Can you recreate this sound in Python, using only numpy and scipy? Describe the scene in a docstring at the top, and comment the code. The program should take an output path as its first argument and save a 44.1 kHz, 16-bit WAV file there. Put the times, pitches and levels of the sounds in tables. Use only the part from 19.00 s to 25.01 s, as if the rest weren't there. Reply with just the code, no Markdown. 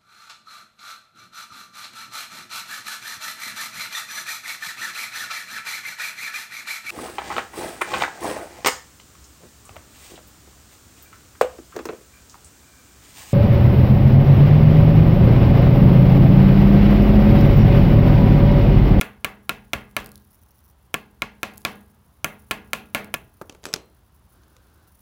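"""Sharp knocks of a hard plastic connector insert on a tabletop, in three runs, close by in a small room.
Each knock cracks, rings the table's modes and rattles the metal pins; a few pins drop out and skitter.
A faint, fluttering high hiss swells while the insert is handled. The insert clacks down against a steel
tool, which rings faintly, and the hand slides over the table to a pin. A low, steady noise lies beneath."""
import sys
import numpy as np
from scipy import signal
from scipy.fft import rfft, irfft, next_fast_len
from scipy.io import wavfile

SR = 44100
rng = np.random.default_rng(int(sys.argv[2]) if len(sys.argv) > 2 else 0)


def wav_record(signal):
    """Record a signal, one row per channel, as 16-bit PCM in the file named by sys.argv[1]."""
    frames = np.transpose(np.atleast_2d(signal))
    bounded = np.clip(frames, -1, 1)
    # unit amplitude maps onto the largest positive 16-bit level
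    quanta = np.round(bounded * 32767).astype(np.int16)
    wavfile.write(sys.argv[1], SR, quanta)


N = 265217
TIME = np.arange(N) / SR


def from_db(db):
    return 10 ** (np.asarray(db) / 20)


def unit_rms(x):
    return x / np.sqrt(np.mean(x ** 2) + 1e-20)


def decay(t, t60):
    return np.exp(-np.log(1000) * t / t60)


def add(track, start_s, sound):
    """Mix a sound into the track."""
    at = max(round(start_s * SR), 0)
    track[at:at + len(sound)] += sound[:max(N - at, 0)]


def colour(x, spectrum):
    """Minimum-phase filter with the given spectral shape and unit mean power gain."""
    size = next_fast_len(len(x) + 2048, real=True)
    size += size % 2
    hz, db = np.transpose(spectrum)
    bins_hz = np.fft.rfftfreq(size, 1 / SR)
    gain = unit_rms(from_db(np.interp(np.log(bins_hz + 1), np.log(hz), db)))
    cepstrum = irfft(np.log(gain))
    cepstrum[1:size // 2] *= 2
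    cepstrum[size // 2 + 1:] = 0
    return irfft(rfft(x, size) * np.exp(rfft(cepstrum)))[:len(x)]


def ring(modes, size, stretch=1, spread_db=0):
    """Struck modes: decaying sines of alternating sign."""
    t = np.arange(size) / SR
    out = np.zeros(size)
    for k, (hz, db, t60) in enumerate(modes):
        gain = (-1) ** k * from_db(db + spread_db * rng.normal())
        out += gain * np.sin(2 * np.pi * hz * stretch * t) * decay(t, t60)
    return out


def burst(t60, size=4096):
    """Dense contact vibration, decaying from rms 1."""
    envelope = decay(np.arange(size) / SR, t60)
    return unit_rms(rng.standard_normal(size) * envelope) * np.sqrt(np.mean(envelope ** 2))


def crack(t60, click_share=0.5):
    """Hard contact: energy split between one click and a decaying burst."""
    tail = burst(t60)
    click = signal.unit_impulse(len(tail)) * np.linalg.norm(tail)
    return np.sqrt(1 - click_share) * tail - np.sqrt(click_share) * click


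# background spectrum: f/Hz, relative level/dB
BACKGROUND_SPECTRUM = [(15, -50.5), (25, -32.5), (42, -6.5), (70, 4), (127, -8.5), (200, -11), (249, -17),
                       (301, -17), (516, -22.5), (1070, -20.5), (2410, -33.5), (2990, -32.5), (5280, -37.5),
                       (7510, -40), (16000, -41)]
def background(level_db=-56.5):
    """Steady noise, mostly low rumble."""
    return from_db(level_db) * unit_rms(colour(rng.standard_normal(N), BACKGROUND_SPECTRUM))


# swells of the hiss: t/s, length/s, level/dB
HISS_SWELLS = [(1.05, 0.7, -74), (2.42, .42, -67.5), (3.3, .25, -67), (3.6, 1, -80), (5.26, .12, -60),
               (5.85, 0.24, -65.5)]
# high hiss: f/Hz, relative level/dB
HISS_SPECTRUM = [(2000, -12.5), (4000, -10), (6000, -2.5), (8000, -10), (10500, 8.5), (12000, -4),
                 (15000, 9), (16500, -5.5)]
def high_hiss(floor_db=-70, flutter_db=6.5, flutter_points_per_s=170):
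    """Faint, fluttering hiss near 10.5 and 15 kHz, swelling while the insert is handled."""
    points = np.minimum(rng.standard_normal(2000), 1.8)
    flutter = np.interp(TIME * flutter_points_per_s, np.arange(2000), points)
    hiss = unit_rms(colour(rng.standard_normal(N) * from_db(flutter_db * flutter), HISS_SPECTRUM))
    return (from_db(floor_db) + swell_gain(HISS_SWELLS)) * hiss


def swell_gain(swells, ramp_s=0.079):
    """Sum of swells with linear rise and fall."""
    return sum(from_db(db) * np.clip(np.minimum(TIME - s, s + length_s - TIME) / ramp_s, 0, 1)
               for s, length_s, db in swells)


# reverberation: f/Hz, gain/dB, t60/s
REVERB_BANDS = [(100, -6, 1), (250, -15, 0.67), (500, -4.5, 0.38), (850, -10, 0.4), (1400, -10, 0.34),
                (2570, -10.5, 0.29), (3730, -14, 0.28), (7400, -15.5, 0.19), (14570, -17.5, 0.28)]
def room(x, first_echo_s=0.0035, size=32768):
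    """Diffuse reflections in half-octave bands, bass lasting longest; each call is a new spot."""
    t, hz = np.arange(size) / SR, np.fft.rfftfreq(size, 1 / SR)
    points_hz, db, t60 = np.transpose(REVERB_BANDS)
    white, response = rfft(rng.standard_normal(size)), 0
    onset = np.clip(t / first_echo_s - 1, 0, 1)
    edges_hz = np.geomspace(70, 18000, 17)
    for low, high in zip(edges_hz, edges_hz[1:]):
        band = (hz >= low) & (hz < high)
        log_centre = np.log(low * high) / 2
        band_t60 = np.interp(log_centre, np.log(points_hz), t60)
        band_db = np.interp(log_centre, np.log(points_hz), db)
        tail = irfft(white * band) * decay(t, band_t60) * onset
        response += from_db(band_db) * unit_rms(tail) * np.sqrt(band.mean() / size)
    return signal.fftconvolve(x, response)[:N]


# room resonances: f/Hz, relative level/dB, t60/s
STANDING_MODES = [(204.4, -43, 0.94), (230, -50.5, 1), (416.4, -50, 0.68), (474, -49.5, 0.58),
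                  (618, -46, 0.15), (660, -45, 0.27), (760, -47.5, 0.42), (755, -49.5, 0.26),
                  (850, -53.5, 0.55), (1100, -48.5, 0.11), (1408, -46.5, 0.39), (1645, -50.5, 0.56),
                  (2325, -51.5, 0.28)]
def standing_waves(knocks):
    """Each knock excites the room's modes, as far as it spreads into the room."""
    out, hum = np.zeros(N), ring(STANDING_MODES, size=40000)
    for s, force_db, *_, room_db in knocks:
        add(out, s, from_db(force_db + room_db) * hum)
    return out


# hand sliding towards a pin: t/s, length/s, level/dB
PALM_STROKES = [(5.27, 0.666, -64)]
# hand-on-table friction: f/Hz, relative level/dB
PALM_SPECTRUM = [(150, -9.5), (330, 1), (700, -13), (1100, -11), (1550, -3.5), (2000, -23), (4000, -18.5),
                 (9000, -29)]
def palm():
    """The soft side of the hand brushes the tabletop with a dull hush."""
    return swell_gain(PALM_STROKES) * unit_rms(colour(rng.standard_normal(N), PALM_SPECTRUM))


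# heel of the hand landing after a knock: t/s, level/dB
THUDS = [(0.748, -23), (0.9910, -32.5)]
# hand-on-table modes: f/Hz, relative level/dB, t60/s
HAND_MODES = [(65, -1.5, 0.065), (127, -8.5, .06)]
def hand_thuds():
    """Flesh meets the table: a soft, short boom."""
    out = np.zeros(N)
    for s, db in THUDS:
        add(out, s, from_db(db) * ring(HAND_MODES, size=8000))
    return out


# pin in its slot: f/Hz, level/dB, t60/s
PIN_SLOT_MODES = [(5800, -59, 0.0079), (10370, -52.5, 0.0028), (14300, -45.5, 0.0032)]
def shifting_pins(start_s=1.19, end_s=1.72, count=26):
    """As the insert is turned over, loose pins tick in their slots, each at its own pitch."""
    out = np.zeros(N)
    for s in rng.uniform(start_s, end_s, count):
        add(out, s, ring(PIN_SLOT_MODES, size=1024, stretch=1 + 0.0752 * rng.normal(), spread_db=0.5))
    return out


# pin landings and bounces: t/s, level/dB
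PIN_LANDINGS = [(.9120, -46), (1.0026, -35), (1.0450, -38), (1.0607, -29), (1.071, -43), (1.0911, -41),
                (1.1176, -35), (1.1405, -54), (1.1567, -33), (1.1780, -41.5), (2.4648, -52), (2.5369, -42),
                (2.574, -41), (2.5787, -29), (2.6176, -43), (4.045, -34.5), (4.4203, -39)]
# pin tick: f/Hz, relative level/dB
PIN_SPECTRUM = [(1500, -33), (3000, -9.5), (4200, 0), (5500, -3), (7000, -2.5), (9000, -3), (12000, 3),
                (15500, -1)]
def dropped_pins():
    """Loose pins hit the tabletop with tiny bright ticks."""
    out = np.zeros(N)
    for s, db in PIN_LANDINGS:
        add(out, s, from_db(db) * burst(t60=0.0068))
    return colour(out, PIN_SPECTRUM)


# insert tipped and laid down, then fingertip on a pin: t/s, clack/dB, bump/dB, room send offset/dB
LIGHT_CONTACTS = [(4.4143, -44.5, -27, -5), (4.4963, -34.5, -39.5, 0.5), (4.5246, -47, -47.5, -8),
                  (4.5489, -44, -45, 0), (4.633, -48.5, -47, 8), (4.64, -36, -43, 2.5),
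                  (4.6547, -23, -34.5, 0.5), (4.6654, -33, -30.5, 4), (4.6883, -42, -42, 2),
                  (4.73, -33, -42, -8), (4.7388, -14, -24.5, -5), (4.761, -30.5, -33.5, -4),
                  (5.4348, -56, -79, -5), (5.566, -46.5, -58, -3)]
# bright clack of the insert: f/Hz, relative level/dB
CLACK_SPECTRUM = [(600, -1.5), (1500, 1.5), (2700, 3.5), (3800, 1.5), (5100, 1.5), (6500, 2.5), (8500, -6),
                  (11000, -7.5), (16000, -18)]
# dull bump of the table: f/Hz, relative level/dB
BUMP_SPECTRUM = [(60, -10), (150, -1.5), (350, 5), (700, -4), (1400, -5.5), (2200, -18.5), (4000, -35)]
# hard edge of the insert ringing: t/s, f/Hz, level/dB, t60/s
EDGE_RINGS = [(4.4973, 2740, -34, 0.017), (4.7388, 4970, -5.5, 0.0036)]
# steel tool ringing: t/s, f/Hz, level/dB, t60/s
TOOL_RINGS = [(4.6390, 12600, -57, .3), (4.6543, 7850, -52, .42), (4.7386, 4134, -53, .42)]
def laying_down(clack_send_db=19.0, bump_send_db=23.5):
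    """Light contacts clack the insert, bump the table and echo; some ring an edge or the steel tool."""
    clack, bump, rings, clack_send, bump_send = np.zeros((5, N))
    for s, clack_db, bump_db, room_db in LIGHT_CONTACTS:
        add(clack, s, from_db(clack_db) * crack(t60=0.016, click_share=0.24))
        add(bump, s, from_db(bump_db) * crack(t60=0.04, click_share=0.3))
        add(clack_send, s, from_db([clack_db + room_db + clack_send_db]))
        add(bump_send, s, from_db([bump_db + room_db + bump_send_db]))
    for s, hz, db, t60 in EDGE_RINGS + TOOL_RINGS:
        add(rings, s, ring([(hz, db, t60)], size=24000))
    direct = colour(clack, CLACK_SPECTRUM) + colour(bump, BUMP_SPECTRUM) + rings
    radiated = colour(clack_send, CLACK_SPECTRUM) + colour(bump_send, BUMP_SPECTRUM)
    return direct + room(radiated)


def rattle(clicks_per_s, t60, size=4096):
    """Pins clatter in their slots: random clicks of decaying strength."""
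    hits = rng.random(size) < clicks_per_s / SR
    clicks = hits * rng.uniform(0.54, 1, size) * rng.choice([-1, 1], size)
    clatter = signal.fftconvolve(clicks, burst(t60=0.0017))[:size]
    return unit_rms(clatter) * decay(np.arange(size) / SR, t60)


# radiation of the whole top: f/Hz, relative level/dB
TABLETOP_SPECTRUM = [(70, -9.5), (200, 5.5), (500, -5), (850, 1.5), (1400, 0), (2600, 5.5), (3200, -1.5),
                     (4200, -6.5), (6000, -11.5), (10000, -18.5), (15000, -23.5)]
def tabletop(gain_db, size):
    """Bending waves spread over the top, which radiates a pulse into the room."""
    return from_db(gain_db) * colour(signal.unit_impulse(size), TABLETOP_SPECTRUM)


# stiff first push of the contact: f/Hz, relative level/dB, t60/s
PUSH_MODES = [(2520, -0.5, 0.0028), (900, -1, 0.0011)]
# insert and tabletop ringing together: f/Hz, relative level/dB, t60/s
BODY_MODES = [(158, -34, 0.17), (230, -36.5, 0.15), (323, -28.5, 0.057), (396.5, -40.5, 0.13),
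              (457, -24.5, 0.013), (562, -26, 0.052), (681.6, -18.5, 0.02), (737, -27, 0.0449),
              (980, -30, 0.052), (1017, -26.5, 0.038), (1082, -30, 0.097), (1140, -29, 0.11),
              (1318, -17, 0.016), (1410, -19, 0.06), (1495, -40.5, 0.09), (1636, -32.5, 0.11),
              (1714, -30, 0.092), (1770, -26, 0.034), (2149, -12.5, 0.019), (2309, -4, 0.008),
              (2312, -6.5, 0.013), (2500, -26.5, 0.067), (2670, -12.5, 0.014), (2940, -19.5, 0.016),
              (3327, -20.5, 0.016), (3890, -31, 0.02)]
# sway of the whole table: f/Hz, relative level/dB, t60/s
THUMP_MODES = [(43.4, -2.5, .8), (58.3, 0.5, 0.58), (124, 0, 0.99)]
# snap of the plastic: f/Hz, relative level/dB
SNAP_SPECTRUM = [(1500, -16), (2400, 6), (3400, 5.5), (4800, -0.5), (6500, -4.5), (8000, -10.5),
                 (10000, -13)]
# bright crack of plastic and pins: f/Hz, relative level/dB
CRACK_SPECTRUM = [(3000, -17.5), (6000, -2), (8500, -6), (10700, 0), (12000, -4), (14500, -3.5),
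                  (16500, -3.5)]
def knock(force_db, snap_db, crack_db, rattle_db, thump_db, pin_flight_s=0.0038, size=40000):
    """One knock as body (push, ringing table, thump) and treble (snap, crack, pins falling back)."""
    body, snap, bright = np.zeros((3, size))
    grip_detune = 1 + rng.normal() / 400
    push = -ring(PUSH_MODES, size=12000)
    ringing = ring(BODY_MODES, size=12000, stretch=grip_detune, spread_db=2.8)
    add(body, 0, from_db(force_db) * (push + ringing))
    add(body, 0, from_db(thump_db) * ring(THUMP_MODES, size=size))
    add(snap, 0, from_db(snap_db) * crack(t60=0.013))
    add(bright, 0, from_db(crack_db) * crack(t60=0.012))
    add(snap, pin_flight_s, from_db(rattle_db) * rattle(clicks_per_s=670, t60=0.027))
    add(bright, pin_flight_s, from_db(rattle_db) * rattle(clicks_per_s=2400, t60=0.012))
    return body, colour(snap, SNAP_SPECTRUM) + colour(bright, CRACK_SPECTRUM)


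# knocks on the table: t/s, force/dB, snap/dB, crack/dB, rattle/dB, thump/dB, room send offset/dB
TABLE_KNOCKS = [(0.0121, -3.5, -22.5, -16.5, -29, -53.5, 3), (0.2456, -3, -22, -19.5, -27, -50.5, 2),
                (0.4939, -1.5, -16.5, -18, -35, -49, 0), (0.7334, -2.5, -18, -19.5, -28, -47, 2.5),
                (0.9663, -2.5, -17.5, -19.5, -32.5, -47.5, 4), (1.9420, -1.5, -20.5, -16, -33.5, -57.5, -2),
                (2.2202, -2, -17, -28, -49.5, -53, -1.5), (2.4314, -3, -16, -24, -42.5, -60, 2.5),
                (2.6505, -2.5, -14, -21.5, -47, -58, 4.5), (3.2445, -3.5, -25, -13, -34, -54, 2.5),
                (3.5108, -2, -25, -17, -24.5, -52.5, 3.5), (3.7329, -4, -16, -16.5, -42, -55, 4),
                (3.948, -3.5, -18.5, -17.5, -29.5, -59, 7.5), (4.141, -4.5, -28, -14.5, -32, -53, -2.5)]
def knocking(body_send_db=-10.5, snap_send_db=8.5, crack_send_db=14.5, size=40000):
    """Knocks sound directly and into the room, where the treble of all directions sums to a click."""
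    out, top = np.zeros(N), tabletop(gain_db=8.0, size=size)
    snap_click = colour(signal.unit_impulse(size), SNAP_SPECTRUM)
    crack_click = colour(signal.unit_impulse(size), CRACK_SPECTRUM)
    for s, force_db, snap_db, crack_db, rattle_db, thump_db, room_db in TABLE_KNOCKS:
        body, treble = knock(force_db, snap_db, crack_db, rattle_db, thump_db)
        radiated = (from_db(body_send_db) * body + from_db(force_db) * top
                    + from_db(snap_db + snap_send_db) * snap_click
                    + from_db(crack_db + crack_send_db) * crack_click)
        add(out, s, body + treble)
        add(out, s, from_db(room_db) * room(radiated))
    return out


def scene(small_send_db=1.0):
    """Background, hiss, handling, loose pins and knocks in a small room; mono."""
    small_sounds = dropped_pins() + shifting_pins() + high_hiss()
    air = background()
    knocks = knocking() + standing_waves(TABLE_KNOCKS)
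    handling = hand_thuds() + laying_down() + palm()
    small_echoes = from_db(small_send_db) * room(small_sounds)
    return (air + handling + small_sounds + small_echoes + knocks)[None]


def record(dry):
    """Band limit: 36 Hz to 15.9 kHz."""
    bass_cut = signal.butter(6, 36, "high", fs=SR, output="sos")
    top_cut = signal.ellip(8, 0.3, 80, 15900, fs=SR, output="sos")
    return signal.sosfilt(top_cut, signal.sosfilt(bass_cut, dry))


dry = scene()
out = record(dry)
wav_record(out)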